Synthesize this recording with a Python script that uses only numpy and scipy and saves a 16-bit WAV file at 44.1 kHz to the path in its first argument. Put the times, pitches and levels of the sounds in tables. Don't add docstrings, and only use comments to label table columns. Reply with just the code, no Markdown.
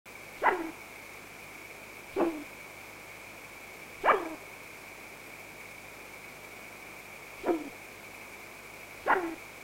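import sys
import numpy as np
from scipy import signal
from scipy.fft import rfft, irfft, next_fast_len
from scipy.io import wavfile
from scipy.ndimage import uniform_filter1d, map_coordinates

SR = 44100
rng = np.random.default_rng(int(sys.argv[2]) if len(sys.argv) > 2 else 0)


def unload_audio(sound):
    columns = np.transpose(np.atleast_2d(sound))
    steps = np.round(np.clip(columns, -1, 1) * 32767)
    wavfile.write(sys.argv[1], SR, steps.astype(np.int16))


N = 424683


def amp(db):
    return 10 ** (np.asarray(db) / 20)


def unit(x):
    return x / np.sqrt(np.mean(x ** 2) + 1e-20)


def along(points, hz):
    f, v = np.transpose(points)
    return np.interp(np.log(hz + 1), np.log(f + 1), v)


def wobble(rate, size):
    return map_coordinates(rng.standard_normal(size + 4), [np.arange(size) * rate / SR], mode="nearest")


def filtered(x, response):
    m = next_fast_len(len(x) + 8192)
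    return irfft(rfft(x, m) * response(np.fft.rfftfreq(m, 1 / SR)), m)[:len(x)]


def noise(spectrum):
    return unit(filtered(rng.standard_normal(N), lambda hz: amp(along(spectrum, hz))))


# f/Hz, relative level/dB
AIR_SPECTRUM = [(25, -25), (70, -13.5), (150, -9), (350, -2.5), (650, -3.5), (1100, -6.5), (1800, -10.5),
                (3000, -16.5), (4500, -19), (6500, -19.5), (10000, -22.5), (16000, -28.5)]
# f/Hz, level/dB
HUM_LINES = [(50.5, -68.5), (101.3, -67.5), (152, -69), (202.5, -71)]


def noise_floor(air_db=-50, whine_hz=13169, whine_db=-72.5):
    t = np.arange(N) / SR
    lines = HUM_LINES + [(whine_hz, whine_db)]
    tones = sum(amp(db) * np.sqrt(2) * np.sin(2 * np.pi * (hz * t + rng.random())) for hz, db in lines)
    return amp(air_db) * noise(AIR_SPECTRUM) + tones


# f/Hz, relative level/dB
INSECT_SPECTRUM = [(1750, -36), (2000, -22), (2110, -12.5), (2170, -9.5), (2255, -4.5), (2310, -6.5),
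                   (2400, -8), (2520, -12.5), (2700, -22), (3100, -34)]


def insects(chorus_db=-50, flutter_db=1, flutter_rate=45, throb=0.13, throb_hz=27.26):
    stroke_hz = throb_hz * (1 + 0.102 * wobble(7, N))
    strokes = np.sin(2 * np.pi * np.cumsum(stroke_hz) / SR)
    level = amp(chorus_db + flutter_db * wobble(flutter_rate, N))
    return level * (1 + throb * strokes) * noise(INSECT_SPECTRUM)


# f/Hz, t/s
SLOPE_DECAY = [(200, 1), (600, 1.0), (1400, 0.48), (3500, 0.19)]
# delay/s, level/dB
SLOPE_ECHOES = [(0.065, -23), (.11, -25)]


def slope(x, near_db=-14, near_t60=0.22, far_db=-19, swell_s=0.0077, low_hz=430):
    hz, t, (near, far) = signal.stft(rng.standard_normal((2, SR)), SR, nperseg=256)
    swell = 1 - np.exp(-(t / swell_s) ** 2)
    far_t60 = along(SLOPE_DECAY, hz)[:, None]
    brush = signal.istft(near * swell * amp(-60 * t / near_t60), SR, nperseg=256)[1]
    wash = signal.istft(far * swell * amp(-60 * t / far_t60), SR, nperseg=256)[1]
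    echo = amp(near_db) * brush / np.linalg.norm(brush) + amp(far_db) * wash / np.linalg.norm(wash)
    for delay, db in SLOPE_ECHOES:
        echo[round(delay * SR)] += amp(db)
    return filtered(signal.fftconvolve(x, echo)[:N], lambda f: f ** 4 / (f ** 4 + low_hz ** 4))


def huffs(lead_s=0.0071, spread_s=0.052, thump_db=-57, hiss_db=-59):
    t = np.arange(N) / SR
    flow = sum(np.exp(-((t - start + lead_s) / spread_s) ** 2) for start, *_ in BARKS)
    thump = amp(thump_db) * noise([(20, -3), (70, -4), (200, -19), (600, -90)])
    hiss = amp(hiss_db) * noise([(800, -20), (2800, 4), (5000, -3), (8000, -24), (12000, -40)])
    return flow * (thump + hiss)


def rush(voice):
    flow = np.abs(uniform_filter1d(voice ** 2, size=4000)) ** 0.23
    rumble = amp(-42) * noise([(15, 11), (45, -14), (80, -11), (200, -30), (600, -90)])
    hiss = amp(-48) * noise([(1500, -40), (2700, 4), (3300, 5), (4500, -8), (7000, -15), (12000, -40)])
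    return flow * (rumble + hiss)


# t/s, length/s, f/Hz, level/dB
SQUEAKS = [(4.139, 0.059, 3260, -57)]


def squeaks(waver=0.016):
    out = np.zeros(N)
    for start, length, hz, db in SQUEAKS:
        size = round(length * SR)
        phase = 2 * np.pi * np.cumsum(hz * (1 + waver * wobble(220, size))) / SR
        out[round(start * SR):][:size] += amp(db) * unit(np.sin(phase) * signal.windows.tukey(size, .5))
    return out


def pitch_law(t, climb_s, break_s, top_hz, moan_hz, start_hz=321.45, warble_per_s=7.5, sag_hz_per_s=270):
    climb = start_hz * (top_hz / start_hz) ** np.minimum(t / climb_s, 1)
    hold_s = max(break_s - climb_s, 1 / SR)
    held = np.clip((t - climb_s) / hold_s, 0, 1)
    strained = climb * (1 - warble_per_s * hold_s * np.sin(np.pi * held) ** 2)
    after = np.maximum(t - break_s, 0)
    tension = .82 * np.exp(-after / .003) + .18 * np.exp(-after / .028)
    return moan_hz + (strained - moan_hz) * tension - sag_hz_per_s * after


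BLAST_END_S = 0.076
ATTACK_S, DROP_S, CRY_S, LULL_S, PUSH_S, RELEASE_S = 0.007, 0.011, 0.028, 0.046, 0.02, 0.022


def effort_law(t, blast_s, onset_db, blast_db, cry_db, moan_db,
               floor_db=-41, lull_db=-6.5, fade_db_per_s=71):
    later_stages = np.cumsum([BLAST_END_S, DROP_S, CRY_S, LULL_S, PUSH_S])
    times = [0, ATTACK_S, min(blast_s, BLAST_END_S), *later_stages]
    levels = [floor_db, onset_db, blast_db, blast_db, cry_db, cry_db, moan_db + lull_db, moan_db]
    db = np.interp(t, times, levels) - fade_db_per_s * np.maximum(t - times[-1], 0)
    release = np.minimum((t[-1] - t) / RELEASE_S, 1)
    return floor_db + (db - floor_db) * release


def rasp_law(t, climb_s, break_s, hoarse, rasp_s, moan_rough=0.13, rasp_rough=0.54, lag_s=0.0087):
    strain = np.minimum(t / climb_s, 1) * np.clip(1 - (t - break_s) / CRY_S, 0, 1)
    chaos = np.exp(-((t - break_s - lag_s) / rasp_s) ** 2)
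    return np.clip(moan_rough + (hoarse - moan_rough) * strain + rasp_rough * chaos, .01, .95)


def throat(source, modes, low_hz=235, high_hz=3600):
    def response(f):
        peaks = sum((-1) ** k * amp(db) * (1j * f * width / (hz * hz - f * f + 1j * f * width)) ** 2
                    for k, (hz, width, db) in enumerate(modes))
        return peaks * f ** 6 / (f ** 6 + low_hz ** 6) / (1 + (f / high_hz) ** 8)
    return filtered(source, response)


def bark(t, pitch, db, rough, modes, slack_s, overtone_db,
         drift=0.0243, jitter=0.0956, rolloff=0.41, slack_db=-9, closing_s=0.012):
    size = len(t)
    pitch = pitch * (1 + drift * wobble(72.96, size) + jitter * rough * wobble(352.2, size))
    phase = 2 * np.pi * np.cumsum(pitch) / SR
    strength = np.sqrt(2 * (1 - rough ** 2)) * amp(3 * rough * wobble(407, size))
    press = amp(overtone_db + slack_db * (1 + np.tanh((t - slack_s) / 0.024)) / 2)
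    closure = 1 - np.exp(-(t / closing_s) ** 2)
    overtones = press * closure * sum((k - 1) ** -rolloff * np.sin(k * phase) for k in range(2, 9))
    subharmonics = amp(-5) * rough * (np.sin(phase / 2) + np.sin(3 * phase / 2))
    puffs = rng.standard_normal(size) * (1 + 0.82 * np.cos(phase))
    tone = strength * np.sin(phase) + throat(strength * (overtones + subharmonics), modes)
    voice = tone + rough * unit(throat(puffs, modes))
    voice = voice / np.sqrt(np.abs(uniform_filter1d(voice ** 2, size=400)) + 1e-9)
    fades_db = 3.5 * (.7 - wobble(64.9, size) ** 2) * np.clip((t - BLAST_END_S) / CRY_S, 0, 1)
    shudder_db = 2.5 * rough * (.5 - wobble(110.5, size) ** 2)
    return amp(db + fades_db + shudder_db) * voice * signal.windows.tukey(size, .03)


# f/Hz, width/Hz, level/dB
YELP_THROAT = [(270, 310, -2.5), (752, 180, 3.5), (1080, 94, -1.5), (1436, 255, 2), (1697, 160, -5.5),
               (1947, 176, 0), (2410, 210, -17.5), (2800, 310, -15.5)]
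GRUFF_THROAT = [(310, 113, 6), (590, 220, -3), (854, 190, -4), (1103, 160, -6.5), (1480, 600, -14.5),
                (2590, 700, -24)]
SHARP_THROAT = [(260, 170, 1), (644, 330, 5.5), (1030, 180, 0), (1330, 230, -1), (1685, 230, 2),
                (1990, 120, -3), (2300, 164, -0.5), (2810, 390, -9.5), (3220, 130, -23)]
GRUNT_THROAT = [(395, 260, 6), (570, 135, -1.5), (713, 65, 5), (975, 140, -3), (1290, 160, -3),
                (1700, 860, -19), (3260, 230, -26)]
# f/Hz, gain/dB
CARRY = [(300, -1), (380, -0.5), (430, -1.5), (485, -6.5), (580, 2.5), (720, -2.5), (890, -3.5),
         (970, -0.5), (1150, -2), (1300, 0.5)]
# t/s, length/s, climb/s, blast after/s, break after/s,
# top f/Hz, moan f/Hz, onset level/dB, blast level/dB, cry level/dB, moan level/dB, hoarseness/0-1,
# rasp half-length/s, folds slacken after/s, overtone gain/dB, throat shape
BARKS = [(.416, 0.29, 0.047, 0.053, 0.076, 1049, 367, -32.5, -19.5, -30.5, -33.5, 0.35, 0.026, .092, -4, YELP_THROAT),
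         (2.161, .274, 0.033, 0.05, 0.041, 430, 350, -29.5, -24.5, -28.5, -38, 0.13, 0.042, .18, -9.5, GRUFF_THROAT),
         (4.033, .319, .069, 0.051, .079, 1343, 369.4, -31, -18.5, -24.5, -34, 0.28, .013, 0.06, -4.5, SHARP_THROAT),
         (7.433, .253, .04, 0.082, .043, 620, 339.4, -38, -20, -31, -38.5, 0.34, 0.017, 0.062, -7, GRUNT_THROAT),
         (9.058, 0.29, .044, 0.05, 0.074, 1050, 366.3, -33, -20, -30, -34, 0.37, 0.027, 0.084, -4, YELP_THROAT)]


def elk():
    out = np.zeros(N + SR)
    for (start, length, climb_s, blast_s, break_s, top_hz, moan_hz, onset_db, blast_db, cry_db, moan_db,
         hoarse, rasp_s, slack_s, overtone_db, modes) in BARKS:
        t = np.arange(round(length * SR)) / SR
        pitch = pitch_law(t, climb_s, break_s, top_hz, moan_hz)
        rough = rasp_law(t, climb_s, break_s, hoarse, rasp_s)
        db = effort_law(t, blast_s, onset_db, blast_db, cry_db, moan_db) + along(CARRY, pitch)
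        out[round(start * SR):][:len(t)] += bark(t, pitch, db, rough, modes, slack_s, overtone_db)
    return out[:N]


def scene():
    voice = elk() + squeaks()
    return (voice + slope(voice) + rush(voice) + huffs() + insects() + noise_floor())[None]


def record(dry, start_s=.057, top_hz=15900):
    running = np.arange(N) / SR >= start_s
    return np.array([filtered(channel * running, lambda hz: hz < top_hz) for channel in dry])


dry = scene()
out = record(dry)
unload_audio(out)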